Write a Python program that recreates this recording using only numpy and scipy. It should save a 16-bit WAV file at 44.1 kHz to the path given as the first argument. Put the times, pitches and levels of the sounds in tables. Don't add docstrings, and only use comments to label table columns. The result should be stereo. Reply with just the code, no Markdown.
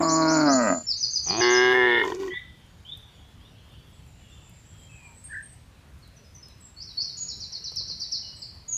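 import sys
import numpy as np
from scipy import signal
from scipy.fft import rfft, irfft
from scipy.io import wavfile
from scipy.ndimage import uniform_filter1d

SR = 44100
rng = np.random.default_rng(int(sys.argv[2]) if len(sys.argv) > 2 else 0)


def transcribe(signal):
    frames = np.atleast_2d(signal).T
    limited = np.clip(frames, -1, 1)
    pcm = np.round(limited * 32767).astype(np.int16)
    wavfile.write(sys.argv[1], SR, pcm)


N = 386757


def gain_of(db):
    return 10 ** (np.asarray(db) / 20)


def unit_rms(x):
    return x / np.sqrt(np.mean(x ** 2) + 1e-20)


def spectrum_at(points, hz):
    f, value = np.transpose(points)
    return np.interp(np.log(hz + 1), np.log(f + 1), value)


def curves(rows, t):
    s, *columns = np.transpose(rows)
    return [np.interp(t, s, c) for c in columns]


def add(mix, s, sound):
    part = mix[..., max(round(s * SR), 0):][..., :sound.shape[-1]]
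    part += sound[..., :part.shape[-1]]


def wander(n, hz):
    f = np.fft.rfftfreq(n + SR, 1 / SR)
    return unit_rms(irfft(rfft(rng.standard_normal(n + SR)) / (1 + (f / hz) ** 4)))[:n]


def ring(modes, size=8192):
    f = np.fft.rfftfreq(size, 1 / SR)
    power = sum((gain_of(db) / (1 + (2 * (f - hz) / width) ** 2)) ** 2 for hz, width, db in modes)
    log_gain = np.log(power + 1e-10) / 2
    minimum_phase = np.exp(np.conj(signal.hilbert(np.r_[log_gain, log_gain[-2:0:-1]])))
    return np.fft.ifft(minimum_phase).real[:size // 4]


# frequency in Hz, relative spectral level in dB.
AIR_SPECTRUM = [(12, -45), (28, -23), (45, -8), (70, 1.5), (130, -4.5), (200, -12), (350, -20.5),
                (700, -24), (1400, -26.5), (2800, -28.5), (5500, -35), (8000, -40), (10000, -41),
                (15000, -48)]
# frequency in Hz, correlation between the left and right microphones.
AIR_LIKENESS = [(60, 1), (120, .96), (240, 0.65), (900, 0.68), (2000, .3), (4000, 0.18), (8000, -0.14)]

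def air(db=-50.5, patchy_db=1.5, swell_db=-.04):
    frames, hz = N // 512 + 6, np.fft.rfftfreq(2048, 1 / SR)
    a, b, c, d, patches = rng.standard_normal((5, frames, len(hz)))
    patches = unit_rms(uniform_filter1d(uniform_filter1d(patches, size=8, axis=0), size=16, axis=1))
    likeness = spectrum_at(AIR_LIKENESS, hz)
    left = a + 1j * b
    right = likeness * left + np.sqrt(1 - likeness ** 2) * (c + 1j * d)
    gain = gain_of(spectrum_at(AIR_SPECTRUM, hz) + patchy_db * patches)
    spectra = np.array([left, right]) * gain / np.sqrt((1 + likeness) / 2 + 1e-3)
    noise = signal.istft(spectra.swapaxes(1, 2), nperseg=2048, noverlap=1536)[1][:, :N]
    return gain_of(db + swell_db * wander(N, .67)) * unit_rms(noise)


# resonance in Hz, width in Hz, gain in dB.
GRIT_MODES = [(4000, 4500, -15.5), (9500, 7700, 8), (12900, 3100, 1.5)]

def scuffs(db=-75, nearing_db_per_s=.5, grains_per_s=700):
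    t = np.arange(N) / SR
    clumps = gain_of(5 * np.minimum(wander(N, 9), 1.8))
    grains = (rng.random((2, N)) < grains_per_s / SR) * rng.standard_normal((2, N)) * clumps
    grit = signal.fftconvolve(grains, ring(GRIT_MODES)[None], axes=1)[:, :N]
    return gain_of(db + nearing_db_per_s * (t - t.mean())) * unit_rms(grit)


def moo(course, texture, mouth, jitter, slip_turns, flutter_hz, chest_db,
        shimmer=.6, smear_rad=.025, attack_s=.006, release_s=.015):
    t = np.arange(course[0][0], course[-1][0], 1 / SR)
    hz, db = curves(course, t)
    rough, flutter, hiss, reach_hz = curves(texture, t)
    sway = 2 * np.pi * flutter_hz * t + 1.5 * wander(len(t), 15)
    turns = np.cumsum(hz * (1 + jitter * rough * wander(len(t), 61) + .044 * flutter * np.cos(sway))) / SR
    turns += slip_turns * rough * wander(len(t), 90)
    folds = sum(np.cos(2 * np.pi * k * turns - smear_rad * k ** 2) / (1 + (k * hz / reach_hz) ** 8)
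                for k in range(1, 56)) / 4
    folds *= np.exp(shimmer * rough * wander(len(t), 100)) * (1 + flutter * np.sin(sway))
    puffs = unit_rms((.7 + np.exp(-(turns % 1) / .25)) * rng.standard_normal(len(t)))
    drive = folds + hiss * puffs
    held_s = [s for start, end, _ in mouth for s in (start, end)]
    voice = 0
    for k, (_, _, throat) in enumerate(mouth):
        share = np.interp(t, held_s, np.repeat(np.arange(len(mouth)) == k, 2))
        voice += share * unit_rms(signal.fftconvolve(drive, ring(throat))[:len(t)])
    voice /= np.sqrt(uniform_filter1d(uniform_filter1d(voice ** 2, size=1100), size=700) + 1e-9)
    voice += gain_of(chest_db) * (hz / hz.max()) ** 4 * np.sin(2 * np.pi * turns)
    gate = np.clip(np.minimum((t - t[0]) / attack_s, (t[-1] - t) / release_s), 0, 1)
    out = np.zeros(N)
    add(out, t[0], gate * gain_of(db) * voice)
    return out


# resonance in Hz, width in Hz, gain in dB.
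HUM = [(293, 60.6, 1.5), (657, 148, -9), (940, 150, -12), (1137, 60, -5), (1350, 200, -20),
       (1680, 290, -25), (2164, 570, -28), (4000, 3100, -44), (11000, 4800, -46)]
STRAINED = [(293, 60, 1.5), (640, 148, -8), (935, 130, -12), (1170, 220, -15), (1410, 130, -10),
            (1600, 200, -22), (2200, 650, -24), (4000, 3100, -43), (11000, 4800, -46)]
GROWL = [(250, 62, 2), (654, 114, -2), (950, 240, -18), (1251, 136, -9.5), (1590, 170, -16.5),
         (1960, 157, -19), (2490, 400, -30), (3800, 4500, -42)]
AGAPE = [(240, 65, 0), (605, 130, 0), (965, 150, -9), (1250, 130, -4), (1530, 200, -10), (1920, 150, -10),
         (2500, 500, -22), (3800, 3100, -42)]
# start and end in seconds, posture held.
FIRST_MOUTH = [(0, .17, HUM), (.34, .455, STRAINED), (.505, .57, GROWL), (.615, .67, AGAPE),
               (.72, .85, GROWL)]
# time in seconds, pitch in Hz, effort in dB.
FIRST_COURSE = [(0.0, 164.4, -22), (0.098, 160.8, -22), (0.228, 160.4, -20), (0.336, 158.6, -20),
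                (0.448, 149.4, -19), (0.48, 142.6, -17), (0.582, 126.3, -20), (0.646, 111.4, -23),
                (0.704, 92.0, -21), (0.735, 87.8, -22), (0.755, 86, -31), (0.78, 80, -31), (0.792, 78, -42),
                (0.835, 72, -47)]
# time in seconds,
# roughness and flutter depth from 0 to 1, strength of rushing air, reach of the harmonics in Hz.
FIRST_FOLDS = [(0, 1, .5, 2.6, 1300), (.035, 1, .5, 2.4, 1300), (.06, .12, .08, .55, 2000),
               (.3, .11, .08, .55, 2300), (.4, .25, .2, .85, 2200), (.49, .09, 0, .35, 1900),
               (.57, .1, 0, .4, 2100), (.7, .25, .1, .7, 3000), (.835, .7, .3, .9, 900)]

def first_moo():
    return moo(FIRST_COURSE, FIRST_FOLDS, FIRST_MOUTH,
               jitter=.035, slip_turns=.05, flutter_hz=46, chest_db=-8.5)


# frequency in Hz, seconds to die away by 60 dB.
TREE_DECAY = [(200, 0.25), (1500, 0.28), (3500, 1), (5500, 0.72), (8000, 0.5), (14000, 0.45)]

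def echoes(x, early_db, early_s, late_db):
    t = np.arange(SR) / SR
    taps = rng.standard_normal((2, SR)) * (rng.random((2, SR)) < .08) * (t > .005)
    hz, frame_s, spectra = signal.stft(taps, SR, nperseg=256)
    decay = gain_of(-60 * frame_s / spectrum_at(TREE_DECAY, hz)[:, None])
    late = signal.istft(spectra * decay, SR, nperseg=256)[1][:, :SR]
    early = rng.standard_normal((2, SR)) * (rng.random((2, SR)) < .03) * (t > .003) * np.exp(-t / early_s)
    tail = (gain_of(early_db) * unit_rms(early) + gain_of(late_db) * unit_rms(late)) / np.sqrt(SR)
    return signal.fftconvolve(x[None], tail, axes=1)[:, :N]


# frequency in Hz, left minus right level in dB.
MOO_BALANCE = [(60, -17), (120, -4), (370, -5.5), (690, -8.5), (1260, -14), (2330, -15), (4300, -8.5),
               (9000, -9.5)]

def cattle(voices):
    hz = np.fft.rfftfreq(N, 1 / SR)
    side = gain_of(spectrum_at(MOO_BALANCE, hz))
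    left = side * np.exp(1j * np.minimum(hz / 2800, 3))
    pair = np.array([left, np.ones(len(hz))]) * 2 / (1 + side)
    return irfft(rfft(voices) * pair, N) + echoes(voices, early_db=-14, early_s=.016, late_db=-36)


def whistle(length_s, start_hz, middle_hz, end_hz, change_db, waver, flicker=3.1, attack_s=.006):
    u = np.linspace(0, 1, int(length_s * SR))
    bend, tremor = uniform_filter1d(uniform_filter1d(rng.standard_normal((2, len(u))), size=90), size=60)
    glide_hz = np.polyval(np.polyfit([0, .5, 1], [start_hz, middle_hz, end_hz], 2), u)
    hz = glide_hz * (1 + waver * bend + .003 * rng.standard_normal())
    gate = np.sin(np.pi / 2 * np.clip(np.minimum(u * length_s / attack_s, (1 - u) / .3), 0, 1)) ** 2
    strength = gate * gain_of(change_db * (u - .5)) * np.exp(flicker * tremor)
    return strength * np.exp(2j * np.pi * np.cumsum(hz) / SR)


def leaves(sound):
    t = np.arange(1200) / SR
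    taps = .6 * unit_rms(rng.standard_normal(len(t)) * np.exp(-t / .012)) / np.sqrt(len(t))
    blurred = signal.fftconvolve(sound, taps + (t == 0))
    return blurred * np.linalg.norm(sound) / np.linalg.norm(blurred)


# length in seconds, start, middle and end pitch in Hz, level change in dB.
SWOOP = (.052, 4750, 5800, 7150, 2)
PEEP = (.075, 6900, 6960, 6900, -2)
TICK = (.025, 5600, 4600, 4000, 2)
SEEP = (.18, 7366, 7046, 7140, -5)
SLUR = (.076, 5480, 4980, 3650, 7)
LIFT = (.036, 5650, 6350, 6600, 5)
TINK = (.026, 6300, 6020, 5650, 2)
CHIP = (.031, 4980, 4780, 3920, 1)
PIP = (.04, 5220, 5130, 5100, -3)
TOO = (.04, 4400, 4440, 4620, 10)
WHIT = (.036, 4680, 5150, 6200, 0)
DROP = (.045, 4650, 4080, 3850, 0)
CHEW = (.058, 6080, 4480, 3930, -5)
TSEE = (.1, 8050, 7650, 7400, 0)
ZEE = (.09, 6800, 6740, 6700, 5)
ZIP = (.045, 6390, 6500, 6700, 0)
SINK = (.13, 8600, 8400, 7400, -20)
WHEEP = (.1, 3000, 3480, 3850, 9)
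COO = (.105, 1990, 1965, 2090, 2)
PEW = (.23, 2610, 2480, 2244, 0)
MOAN = (.13, 980, 945, 880, 0)
HOO = (.16, 3005, 2900, 3080, 0)

def birds(notes, left_db, early_db, late_db, waver=.06, left_lead_rad=-2.24, direct_db=.5, early_s=.042):
    song = np.zeros(N, complex)
    for syllable, s, db in notes:
        add(song, s, gain_of(db) * leaves(whistle(*syllable, waver)))
    side = gain_of(left_db)
    direct = np.array([song * side * np.exp(1j * left_lead_rad), song]).real * np.sqrt(2 / (1 + side ** 2))
    return gain_of(direct_db) * direct + echoes(song.real, early_db, early_s, late_db)


# syllable, start in seconds, relative level in dB.
NEAR_CALLS = [(SEEP, 0, -36), (PEEP, 0, -33), (SEEP, .62, -29), (SINK, 5.236, -48), (SINK, 5.422, -50),
              (DROP, 6.02, -52), (DROP, 6.47, -55), (TSEE, 6.6, -47), (ZEE, 7.168, -29.5),
              (TSEE, 8.36, -50), (TICK, 8.416, -28), (ZEE, 8.678, -26), (ZIP, 8.721, -23)]

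def near_calls():
    return birds(NEAR_CALLS, left_db=-2, early_db=-3, late_db=-7, waver=.08)


def phrase(runs):
    return [(syllable, first_s + k * gap_s, db)
            for syllable, first_s, count, gap_s, first_db, last_db in runs
            for k, db in enumerate(np.linspace(first_db, last_db, count))]


# syllable, start in seconds, note count, spacing in seconds, first and last relative level in dB.
SWOOPING_RUNS = [(SWOOP, .068, 3, .204, -24, -24), (PEEP, .114, 3, .204, -22, -24),
                 (TICK, .017, 9, .0623, -27, -23.5)]

def swooping_bird():
    return birds(phrase(SWOOPING_RUNS), left_db=2, early_db=-4, late_db=-6)


# syllable, start in seconds, note count, spacing in seconds, first and last relative level in dB.
SEESAW_RUNS = [(SLUR, .866, 1, 0, -18, -18), (LIFT, .964, 5, .1305, -30, -23),
               (TINK, 1.0, 5, .1305, -20, -19), (CHIP, 1.026, 4, .1295, -15, -17),
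               (PIP, 1.426, 2, .116, -26, -21)]

def seesaw_bird():
    return birds(phrase(SEESAW_RUNS), left_db=-5, early_db=-6.5, late_db=-9, direct_db=1)


# resonance in Hz, width in Hz, gain in dB.
NASAL = [(165, 100, 0), (365, 110, -1), (775, 130, 1.5), (1080, 400, -7), (1950, 500, -17),
         (2425, 170, -7.5), (3310, 1100, -14)]
PARTING = [(140, 150, -7), (345, 77, 2), (700, 80, 1.5), (980, 420, -8), (1800, 700, -19), (2500, 170, -10),
           (3500, 1000, -16)]
OPEN = [(375, 79, -2), (804, 95, -10), (1057, 180, -12.5), (1290, 240, -21.5), (1632, 80, -4),
        (1780, 260, -13), (2082, 120, -8), (2870, 110, -14), (3450, 610, -20), (4700, 1200, -32),
        (11500, 7200, -37)]
BAWL = [(398, 88, 2.5), (796, 120, -9), (986, 170, -9), (1360, 260, -16.5), (1775, 175, 0.5),
        (2127, 88, -3.5), (2840, 130, -14), (3430, 270, -15.5), (4700, 3500, -35), (11500, 11000, -35)]
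WIDE = [(406, 114, 1), (927, 163, -7), (1420, 94, -7.5), (1826, 120, 5.5), (2126, 77, 1.5),
        (2930, 250, -11.5), (3500, 210, -9), (4700, 2600, -28.5), (11500, 6300, -37)]
SHUT = [(383, 74, 0.5), (800, 370, -25), (1060, 140, -15.5), (1480, 210, -24), (1920, 110, -21),
        (2350, 490, -26), (2930, 130, -23), (3600, 500, -29), (4600, 620, -29), (6270, 2100, -28),
        (12500, 6600, -44)]
# start and end in seconds, posture held.
SECOND_MOUTH = [(1.25, 1.335, NASAL), (1.385, 1.406, PARTING), (1.414, 1.726, OPEN), (1.752, 1.825, BAWL),
                (1.994, 2.025, WIDE), (2.08, 2.353, SHUT)]
# time in seconds, pitch in Hz, effort in dB.
SECOND_COURSE = [(1.258, 76, -43), (1.28, 81, -41), (1.305, 90, -31), (1.36, 110, -30), (1.4, 117, -25),
                 (1.416, 119.5, -20.5), (1.464, 121.2, -19.5), (1.63, 125.6, -18.5), (1.76, 126.5, -18.5),
                 (1.954, 119.2, -20), (1.978, 116.1, -20), (2.022, 107.6, -22), (2.05, 102, -29),
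                 (2.12, 100, -30), (2.185, 99, -37), (2.2, 99, -29), (2.285, 93, -32), (2.31, 91, -39),
                 (2.35, 87, -45)]
# time in seconds, roughness, flutter depth, strength of rushing air, harmonic reach in Hz.
SECOND_FOLDS = [(1.258, .5, 0, .9, 3500), (1.39, .12, 0, .6, 3800), (1.45, .07, 0, .26, 4600),
                (1.7, .07, 0, .26, 4600), (1.74, .2, 0, .5, 4400), (1.8, .08, 0, .26, 4400),
                (1.96, .15, 0, .35, 4200), (2.06, 1, .4, 2, 1300), (2.17, 1, .4, 2, 600),
                (2.2, .3, .15, 1.3, 480), (2.35, .8, .4, 1.5, 480)]

def second_moo():
    return moo(SECOND_COURSE, SECOND_FOLDS, SECOND_MOUTH,
               jitter=.06, slip_turns=.03, flutter_hz=58, chest_db=-25)


# time in seconds, level in dB.
RASP_LEVEL = [(1.75, -100), (1.82, -42), (2.0, -35), (2.04, -44), (2.1, -100)]
# resonance in Hz, width in Hz, gain in dB.
RASP_MODES = [(3000, 250, -4), (3500, 480, 0)]

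def rasp():
    t = np.arange(N) / SR
    turns = np.cumsum(curves(SECOND_COURSE, t)[0]) / SR
    puffs = (.3 + np.exp(-(turns % 1) / .25)) * rng.standard_normal(N)
    scrape = unit_rms(signal.fftconvolve(puffs, ring(RASP_MODES))[:N])
    return gain_of(curves(RASP_LEVEL, t)[0]) * scrape


# start in seconds, peak level at the mouth in dB.
CREAK_TIMES = [(2.038, -18), (2.059, -24), (2.078, -21), (2.12, -22), (2.232, -32), (2.279, -31),
               (2.339, -37)]
SMACK_TIMES = [(2.05, -31), (2.077, -30), (2.148, -27), (2.227, -41), (2.272, -42)]
# resonance in Hz, width in Hz, gain in dB.
CREAK_MODES = [(420, 150, -4), (1000, 200, 0), (1500, 200, -11), (1890, 140, -1), (3200, 700, -14)]
SMACK_MODES = [(5600, 1200, -3), (7000, 1000, 0)]

def creaks_and_smacks():
    out, t = np.zeros(N), np.arange(2048) / SR
    for rows, modes, fade_s in (CREAK_TIMES, CREAK_MODES, .003), (SMACK_TIMES, SMACK_MODES, .0012):
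        for s, db in rows:
            snap = signal.fftconvolve(rng.standard_normal(len(t)) * np.exp(-t / fade_s), ring(modes))
            add(out, s, gain_of(db) * snap / abs(snap).max())
    return out


def chorus(start_s, end_s, low_hz, high_hz, db, count):
    notes = []
    for when, height, slope, length, softness in rng.random((count, 5)):
        hz, glide = low_hz + height * (high_hz - low_hz), .11 * (slope - .5)
        syllable = (.05 + .12 * length, hz * (1 - glide), hz, hz * (1 + glide), 0)
        notes.append((syllable, start_s + when * (end_s - start_s), db - 8 * softness))
    return notes


# time in seconds, mid-note pitch in Hz, relative level in dB.
TRILL_COURSE = [(3.92, 7470, -63), (4.25, 7250, -57), (4.7, 7450, -53), (5.2, 7850, -50)]

def far_wood(gap_s=.122, note_s=.06, fall_hz=650):
    times = np.arange(TRILL_COURSE[0][0], TRILL_COURSE[-1][0], gap_s)
    notes = [((note_s, hz + fall_hz / 2, hz, hz - fall_hz, 0), s, db)
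             for s, hz, db in zip(times, *curves(TRILL_COURSE, times))]
    notes += chorus(2.0, 5.0, 2650, 3500, db=-60, count=45)
    notes += chorus(2.2, 6.4, 3500, 7400, db=-71, count=80)
    return birds(notes, left_db=2, early_db=-2, late_db=-.5,
                 waver=.08, left_lead_rad=-2.1, direct_db=-6, early_s=.11)


# syllable, start in seconds, relative level in dB.
DISTANT_CALLS = [(WHEEP, 2.295, -44), (COO, 2.303, -35), (WHEEP, 2.847, -40), (WHEEP, 3.395, -60),
                 (PEW, 4.89, -55), (MOAN, 5.02, -61), (HOO, 8.221, -56)]

def distant_calls():
    return birds(DISTANT_CALLS, left_db=12, early_db=0, late_db=-6.5,
                 waver=.07, left_lead_rad=.53, direct_db=1.5, early_s=.047)


# start in seconds, relative grit and knock levels in dB, drag fade in seconds.
HOOF_STEPS = [(2.9728, -41, -64, .035), (3.7226, -54, -56, .04), (4.4947, -46, -64, .02),
              (5.2426, -53, -64, .01), (6.0762, -50, -63, .008), (6.4848, -46, -68, .008),
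              (7.7189, -46, -44, .015), (7.7578, -38, -58, .012), (7.8074, -62, -47, .02),
              (7.8292, -53, -57, .02), (7.8974, -62, -52, .02), (8.0043, -50, -61, .05),
              (8.392, -53, -55, .05)]
# resonance in Hz, width in Hz, gain in dB.
KNOCK_MODES = [(450, 530, -6), (955, 700, -13), (2400, 1500, -24.5)]

def hooves(grit_gain_db=6, knock_gain_db=3, drag_db=-15, herd_db=-60, count=70):
    out, t = np.zeros((2, N)), np.arange(8000) / SR
    herd = [(when * N / SR, herd_db - 8 * softness, herd_db - 8 - 8 * softness, .05 * drag + .008)
            for when, softness, drag in rng.random((count, 3))]
    for s, grit_db, knock_db, drag_s in list(HOOF_STEPS) + herd:
        crunch = np.exp(-t / .002) + gain_of(drag_db) * np.exp(-t / drag_s)
        grains = rng.standard_normal((2, len(t))) ** 3 * crunch
        grit = signal.fftconvolve(grains, ring(GRIT_MODES)[None], axes=1)
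        knock = signal.fftconvolve(rng.standard_normal(len(t)) * np.exp(-t / .0098), ring(KNOCK_MODES))
        add(out, s, gain_of(grit_db + grit_gain_db) * grit / abs(grit).max())
        add(out, s, gain_of(knock_db + knock_gain_db) * knock / abs(knock).max())
    return out


def warble(start_s=5.277, length_s=.168, pitch_hz=1730, db=-31.5, rate_hz=46, swing_hz=110):
    t = np.arange(0, length_s, 1 / SR)
    hz = pitch_hz + swing_hz * np.sin(2 * np.pi * rate_hz * t) + 35 * wander(len(t), 83)
    call = np.zeros(N)
    add(call, start_s, gain_of(db) * np.hanning(len(t)) * np.sin(2 * np.pi * np.cumsum(hz) / SR))
    return call * gain_of([[0], [-3]]) + echoes(call, early_db=-2, early_s=.02, late_db=-13)


# syllable, start in seconds, note count, spacing in seconds, first and last relative level in dB.
ROLLING_RUNS = [(TINK, 6.16, 2, .186, -48, -42), (PIP, 6.243, 2, .18, -53, -45),
                (TOO, 6.762, 2, .207, -39, -20), (WHIT, 6.802, 2, .198, -31, -24),
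                (DROP, 6.872, 2, .2, -41, -39), (CHEW, 7.281, 4, .1194, -31, -28),
                (CHEW, 7.758, 1, 0, -25, -25), (CHEW, 7.878, 3, .1194, -28, -22.5)]

def rolling_bird():
    return birds(phrase(ROLLING_RUNS), left_db=-7, early_db=-6.5, late_db=-6, early_s=.055)


def scene():
    birdsong = swooping_bird() + seesaw_bird() + rolling_bird()
    birdsong += near_calls() + distant_calls() + far_wood()
    voices = first_moo() + second_moo() + rasp() + creaks_and_smacks()
    return birdsong + cattle(voices) + warble() + hooves() + scuffs() + air()


def record(dry, edge_hz=15500):
    lowpass = signal.firwin(511, edge_hz, window=("kaiser", 9), fs=SR)
    return signal.oaconvolve(dry, lowpass[None], "same")


dry = scene()
out = record(dry)
transcribe(out)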